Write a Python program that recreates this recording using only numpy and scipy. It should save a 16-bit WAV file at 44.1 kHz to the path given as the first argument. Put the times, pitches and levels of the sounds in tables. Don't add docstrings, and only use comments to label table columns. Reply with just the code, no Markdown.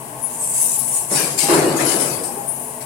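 import sys
import numpy as np
from scipy import signal
from scipy.fft import rfft, irfft
from scipy.io import wavfile
from scipy.ndimage import uniform_filter1d, map_coordinates

SR = 44100
rng = np.random.default_rng(int(sys.argv[2]) if len(sys.argv) > 2 else 0)


def waveform_to_disk(signal):
    frames = np.transpose(np.atleast_2d(signal))
    scaled = np.clip(frames, -1, 1) * 32767
    samples = np.round(scaled).astype(np.int16)
    wavfile.write(sys.argv[1], SR, samples)


N = 125685
T = np.arange(N) / SR


def amp(db):
    return 10 ** (np.asarray(db) / 20)


def unit(x):
    return x / np.sqrt(np.mean(x ** 2))


def pan(db):
    half = np.asarray(db) / 2
    gains = amp(np.array([half, -half]))
    return gains[:, None] if np.ndim(db) == 0 else gains


def freqs():
    return np.maximum(np.fft.rfftfreq(N, 1 / SR), 1)


def colour(x, points):
    hz, db = np.array(points, float).T
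    f = np.log(freqs())
    outside = np.maximum(np.log(hz[0]) - f, 0) + np.maximum(f - np.log(hz[-1]), 0)
    gain = amp(np.interp(f, np.log(hz), db) - 26 * outside)
    return unit(irfft(rfft(x) * gain, N))


def resonate(x, modes):
    power = 0
    for hz, width, db in modes:
        detune = (freqs() - hz) / (0.36 * width)
        power = power + amp(db) ** 2 / (1 + detune ** 2) ** 2
    return unit(irfft(rfft(x) * np.sqrt(power), N))


def air(apart_hz):
    mid, side = rng.standard_normal((2, N))
    alike = .9 / (1 + (freqs() / apart_hz) ** 4)
    shared = rfft(mid) * np.sqrt(1 + alike)
    opposed = rfft(side) * np.sqrt(1 - alike) * np.array([[1], [-1]])
    return irfft(shared + opposed, N)


def grains(per_s=3000, spread_db=-2.5):
    strengths = amp(spread_db * np.minimum(rng.exponential(size=N), 4))
    impacts = (rng.random(N) < per_s / SR) * strengths
    energy = signal.lfilter([1], [1, -np.exp(-1 / (0.00047 * SR))], impacts ** 2)
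    return np.sqrt(energy + 1e-12) * rng.standard_normal((2, N))


def swell(start, rise, fade):
    return np.clip((T - start) / rise, 0, 1) * np.exp(-np.maximum(T - start - rise, 0) / fade)


def sink(start, hz, glide_per_s):
    pitch = hz * np.exp(-glide_per_s * np.maximum(T - start, 0)) * (T >= start)
    return np.sqrt(2) * np.sin(2 * np.pi * np.cumsum(pitch) / SR)


def linger(x, t60, wet_db):
    tail = rng.standard_normal((2, SR)) * np.exp(-np.log(1000) * T[:SR] / t60)
    tail /= np.sqrt(np.sum(tail ** 2, axis=1, keepdims=True))
    wet = signal.fftconvolve(x, tail, axes=1)[:, :N]
    return (x + amp(wet_db) * wet) / np.hypot(1, amp(wet_db))


def sway(x):
    sway_s, sways_per_s = .0012, 6
    knots = rng.standard_normal(int(T[-1] * sways_per_s) + 2)
    lag = sway_s * map_coordinates(knots, [T * sways_per_s])
    return np.array([np.interp(T + lag, T, ear) for ear in x])


# pitch_hz, width_hz, relative_db
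PRESS_MODES = [(132.3, 26, 3), (186, 20, -12), (243.7, 27, 1.5), (298, 36, -5.5), (365, 22, -6.5),
               (434.5, 28, -1), (507, 24, -3.5), (613, 30, 0.5), (680.5, 100, 0), (827, 55, 2),
               (892, 54, 3), (964, 36, -0.5), (1109, 32, -0.5)]
# pitch_hz, relative_db
SHOP_COLOUR = [(25, -22), (60, -5.5), (95, -8.5), (140, 2), (300, -3.5), (700, -2.5), (1080, 2),
               (1200, -9.5), (1330, -13.5), (1550, -8), (2200, -12), (2750, -11), (3500, -19.5),
               (6000, -22), (15500, -38)]
# pitch_hz, relative_db
HISS_COLOUR = [(2500, -39), (4500, -15.5), (6500, -10), (8500, 3), (10300, 4.5), (11500, 1), (12800, -8),
               (15500, -9)]
PRESS_DB, SHOP_DB, HISS_DB = -36.5, -38.5, -40
PRESS_PAN_DB, SHOP_PAN_DB, HISS_PAN_DB = 2.5, 2, 15.5


def idle():
    press = sway(resonate(air(apart_hz=696), PRESS_MODES)) * amp(PRESS_DB) * pan(PRESS_PAN_DB)
    shop = colour(air(apart_hz=520), SHOP_COLOUR) * amp(SHOP_DB) * pan(SHOP_PAN_DB)
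    hiss = colour(air(apart_hz=500), HISS_COLOUR) * amp(HISS_DB) * pan(HISS_PAN_DB)
    return press + shop + hiss


# start_s, rise_s, fade_s, pitch_hz, waver_hz (rms), level_db, left_minus_right_db
SQUEAKS = [(0.214, 0.035, 0.025, 10420, 75, -28.5, 28.5), (0.388, 0.02, 0.14, 8230, 360, -23.5, 0),
           (0.783, 0.0068, 0.033, 10640, 450, -24, 23.5), (0.785, .006, .025, 14700, 500, -33, 18),
           (1.16, 0.016, 0.067, 1660, 90, -32, 7), (1.384, 0.01, 0.12, 8450, 69.8, -23.5, 7),
           (1.425, 0.032, 0.079, 802, 9.2, -27.5, 0), (1.766, 0.0063, 0.023, 6540, 230, -31.5, 19),
           (1.786, 0.0096, 0.019, 1830, 98, -29.5, 17), (1.849, 0.0059, 0.019, 10930, 290, -23, 21),
           (1.87, 0.014, 0.08, 9540, 72, -26, 17), (1.95, 0.012, 0.056, 10600, 54, -27.5, 20),
           (2.235, 0.013, 0.038, 8550, 222, -31, 22.5), (2.285, 0.016, 0.016, 808, 23.6, -30, 7.5),
           (2.345, 0.05, 0.077, 809, 14, -30, 7), (2.471, 0.02, 0.043, 10410, 93, -31, 26),
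           (2.466, 0.023, 0.032, 9300, 52, -27.5, 17.5), (2.475, .012, 0.022, 14400, 90, -41, 18)]
WAVERS_PER_S = 560


def squeaks():
    out = 0
    for start, rise, fade, hz, waver_hz, db, side_db in SQUEAKS:
        waver = unit(uniform_filter1d(rng.standard_normal(N), int(SR / WAVERS_PER_S)))
        phase = 2 * np.pi * np.cumsum(hz + waver_hz * waver) / SR
        tone = np.sqrt(2) * np.sin(phase + 2 * rng.random((2, 1)))
        out = out + tone * swell(start, rise, fade) * amp(db) * pan(side_db)
    return out


# start_s, pitch_hz (at the start), level_db
FLAPS = [(1.107, 206, -29.5), (1.15, 164.6, -29), (1.224, 184, -32), (1.285, 160, -34.5),
         (1.428, 171, -32.5), (1.571, 170, -23), (1.691, 167, -25.5), (1.815, 149.3, -27.5),
         (2.028, 167, -33.5), (2.105, 147, -30)]
FLAP_GLIDE_PER_S, FLAP_RISE_S, FLAP_FADE_S = 3.68, 0.015, 0.03
FLAP_PAN_DB = 5


def flaps():
    notes = 0
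    for start, hz, db in FLAPS:
        tone = sink(start, hz, FLAP_GLIDE_PER_S)
        notes = notes + tone * swell(start, FLAP_RISE_S, FLAP_FADE_S) * amp(db)
    return notes * pan(FLAP_PAN_DB)


# start_s, fade_s, pitch_hz (at the start), level_db, left_minus_right_db
BUCKLES = [(1.494, 0.028, 360.5, -10, 1), (1.54, 0.017, 364, -18.5, 4), (1.584, 0.013, 342, -22, 5),
           (1.638, 0.015, 346, -20, 3), (1.67, 0.0073, 355, -11, 1.5), (1.74, 0.025, 349.5, -18.5, 6),
           (1.824, 0.007, 345, -19.5, 6), (1.871, 0.0084, 347, -23, 6), (1.953, .014, 403, -29, 1),
           (2.058, 0.016, 365, -32, 1), (2.125, 0.032, 330, -31, 4), (2.188, 0.012, 376, -30, 5),
           (2.212, .01, 477, -26, 4), (2.368, 0.013, 426, -28, 1)]
BUCKLE_GLIDE_PER_S, BUCKLE_RISE_S = 2.2, 0.006


def buckles():
    out = 0
    for start, fade, hz, db, side_db in BUCKLES:
        tone = sink(start, hz, BUCKLE_GLIDE_PER_S)
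        out = out + tone * swell(start, BUCKLE_RISE_S, fade) * amp(db) * pan(side_db)
    return out


# start_s, rise_s, fade_s, boom_db, rumble_db, left_minus_right_db
FLEXES = [(1.105, 0.014, 0.21, -29.5, -26.5, 3.5), (1.215, 0.012, 0.046, -39, -36, 2.5),
          (1.422, 0.01, 0.12, -44, -26.5, 4), (1.482, 0.0039, 0.1, -17, -19.5, -3.5),
          (1.509, 0.037, 0.29, -23.5, -16.5, 3.5), (1.799, 0.0074, 0.31, -26, -32.5, 4.5),
          (1.93, 0.026, 0.2, -33, -23.5, 1.5), (2.19, 0.014, 0.074, -46, -40, -6)]
# pitch_hz, width_hz, relative_db
BENDING_MODES = [(175, 20, -13), (235, 12, -15), (320.3, 54, -2.5), (398, 29, -7.5), (397.7, 68, -2.5),
                 (504.7, 23, 0), (568, 26, -3.5), (639, 32, -3.5), (808, 15, -10), (966, 100, -17)]
# pitch_hz, relative_db
RUMBLE_COLOUR = [(40, -24), (95, -18), (160, -4), (240, -2.5), (350, 3), (520, -1), (750, -2.5),
                 (1100, -10), (1600, -13), (2600, -41)]


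def flex():
    boom_power, rumble_power = 0, 0
    for start, rise, fade, boom_db, rumble_db, side_db in FLEXES:
        force = swell(start, rise, fade) * pan(side_db)
        boom_power = boom_power + (force * amp(boom_db)) ** 2
        rumble_power = rumble_power + (force * amp(rumble_db)) ** 2
    boom = resonate(air(apart_hz=660), BENDING_MODES) * np.sqrt(boom_power)
    rumble = colour(air(apart_hz=655), RUMBLE_COLOUR) * np.sqrt(rumble_power)
    return boom + rumble


# time_s, level_db
SLIDE_LEVELS = [(1.761, -28), (1.83, -29.5), (1.87, -34), (1.95, -28), (2.02, -37), (2.1, -28.5),
                (2.2, -33.5), (2.36, -33), (2.45, -34), (2.56, -30.5), (2.68, -33), (2.85, -43)]
# pitch_hz, relative_db
SLIDE_COLOUR = [(1200, -45), (2200, -40), (3400, -25), (5400, -14), (6400, -5), (8200, 5.5), (9500, 12),
                (11200, 9), (12500, 0), (15500, -7)]
SLIDE_PAN_DB = 10


def slide():
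    time, db = np.array(SLIDE_LEVELS).T
    level = amp(np.interp(T, time, db, left=-100))
    return colour(grains(), SLIDE_COLOUR) * level * pan(SLIDE_PAN_DB)


# time_s, level_db (before DRAG_BOOST_DB), left_minus_right_db (before shade())
DRAG_LEVELS = [(0.19, -39, 5), (0.26, -36, 13), (0.345, -28, -1), (0.385, -30, 7), (0.42, -25, 7),
               (0.514, -23.5, 3), (0.614, -15, 2.5), (0.7, -19.5, 5.5), (0.758, -19.5, 4),
               (0.806, -29.5, 14), (0.89, -23.5, 4), (0.976, -18.5, 2.5), (1.072, -31.5, 9),
               (1.13, -19.5, -2)]
# pitch_hz, relative_db
DRAG_COLOUR = [(2500, -23), (3500, -30), (4400, -26.5), (5200, -22), (6400, -14), (7100, -10), (8000, -4),
               (9600, 1), (10900, -5), (12600, -14.5), (15500, -21.5)]
DRAG_BOOST_DB = 2.5


def drag():
    time, db, side_db = np.array(DRAG_LEVELS).T
    edges = np.r_[time[0] - .05, time, time[-1] + .05]
    level = np.interp(T, edges, np.r_[-80, db, -80])
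    gains = pan(np.interp(T, time, side_db))
    gains = gains / np.sqrt(np.mean(gains ** 2, axis=0))
    rasp = colour(grains(per_s=1800, spread_db=0), DRAG_COLOUR)
    return rasp * amp(level + DRAG_BOOST_DB) * gains


# start_s, rise_s, fade_s, clang_db, rattle_db, sizzle_db,
# left_minus_right_db (of the sizzle, before shade())
CONTACTS = [(0.786, 0.0093, 0.038, -55, -54, -25.5, 4), (1.092, 0.05, 0.13, -28, -33, -16, 4),
            (1.146, 0.011, 0.11, -25.5, -22, -19, 10.5), (1.371, 0.016, 0.15, -30.5, -21, -21.5, 16),
            (1.477, 0.029, 0.17, -17.5, -28.5, -21, 9), (1.766, 0.008, 0.021, -33, -29.5, -32, 11),
            (1.791, 0.012, 0.093, -21.5, -27, -29.5, 17.5), (1.855, 0.012, 0.071, -27.5, -27, -27, 16),
            (1.891, 0.0093, 0.13, -27, -26, -22.5, 13.5), (1.991, 0.0087, 0.11, -26.5, -27, -22, 12),
            (2.232, 0.0041, 0.064, -52, -59, -28, 10), (2.804, 0.0048, 0.042, -42, -43, -37, 19)]
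# pitch_hz, relative_db
CLANG_COLOUR = [(600, 2.5), (1000, 2.5), (1400, -3), (1800, -1.5), (2400, -0.5), (3000, -8.5), (4600, -12),
                (6000, -32), (9000, -24)]
RATTLE_COLOUR = [(2500, 1), (3300, -5.5), (4000, -1.5), (4700, 1.5), (5400, 1.5), (6300, -1), (7400, 2.5)]
SIZZLE_COLOUR = [(2000, -17.5), (3500, -18.5), (5200, -6), (6200, -12), (8500, 1.5), (10000, 2),
                 (11300, -1.5), (12500, -14), (15500, -15.5)]
CLANG_PAN_DB, RATTLE_PAN_DB = 2.5, 8.5


def clatter():
    clang_power, rattle_power, sizzle_power = 0, 0, 0
    for start, rise, fade, clang_db, rattle_db, sizzle_db, side_db in CONTACTS:
        force = swell(start, rise, fade)
        clang_power = clang_power + (force * amp(clang_db) * pan(CLANG_PAN_DB)) ** 2
        rattle_power = rattle_power + (force * amp(rattle_db) * pan(RATTLE_PAN_DB)) ** 2
        sizzle_power = sizzle_power + (force * amp(sizzle_db) * pan(side_db)) ** 2
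    clang = colour(grains(), CLANG_COLOUR) * np.sqrt(clang_power)
    rattle = colour(grains(per_s=1300, spread_db=1.5), RATTLE_COLOUR) * np.sqrt(rattle_power)
    sizzle = colour(grains(), SIZZLE_COLOUR) * np.sqrt(sizzle_power)
    return clang + rattle + sizzle


PATCH_DB, PATCH_HZ, PATCH_S = 3.5, 140, .055


def shimmer(x):
    f, t, spec = signal.stft(x, SR, nperseg=512)
    field = rng.standard_normal((int(f[-1] / PATCH_HZ) + 2, int(t[-1] / PATCH_S) + 2))
    places = np.meshgrid(f / PATCH_HZ, t / PATCH_S, indexing="ij")
    gain = amp(PATCH_DB * np.clip(map_coordinates(field, places), -2, 2))
    return signal.istft(spec * unit(gain), SR)[1][:, :N]


RING_T60_S, RING_DB, RING_CHANGE_S = 0.058, 1.5, .06


def ring(x):
    size = int(.15 * SR)
    hop = int(RING_CHANGE_S * SR)
    decay = np.exp(-np.log(1000) * T[:size] / RING_T60_S)
    decay = decay / np.sqrt(np.sum(decay ** 2))
    padded = np.pad(x, ((0, 0), (hop, 2 * hop + size)))
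    wet = np.zeros_like(padded)
    for i in range(0, N + hop, hop):
        tail = rng.standard_normal((2, size)) * decay
        stretch = padded[:, i:i + 2 * hop] * signal.windows.cosine(2 * hop)
        rung = signal.fftconvolve(stretch, tail, axes=1)
        wet[:, i:i + rung.shape[1]] += rung
    return (x + amp(RING_DB) * wet[:, hop:hop + N]) / np.hypot(1, amp(RING_DB))


# pitch_hz, gain_db
RIGHT_EAR_SHADE = [(1500, -1.5), (4000, -1), (7500, 1), (10000, -5.5), (13000, -9.5)]


def shade(x):
    hz, db = np.array(RIGHT_EAR_SHADE, float).T
    gain = amp(np.interp(np.log(freqs()), np.log(hz), db))
    return np.array([x[0], irfft(rfft(x[1]) * gain, N)])


ROOM_T60_S = 1


def scene():
    background = idle()
    bending = linger(flex() + flaps() + buckles(), ROOM_T60_S, wet_db=-11.5)
    steel = shade(ring(shimmer(drag() + slide() + clatter())))
    return background + bending + linger(steel + squeaks(), ROOM_T60_S, wet_db=-14)


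TOP_HZ = 15850


def record(dry):
    rounded = dry / (1 + (dry / .85) ** 6) ** (1 / 6)
    low_pass = signal.ellip(10, .2, 80, TOP_HZ, fs=SR, output="sos")
    return signal.sosfilt(low_pass, rounded)


dry = scene()
out = record(dry)
waveform_to_disk(out)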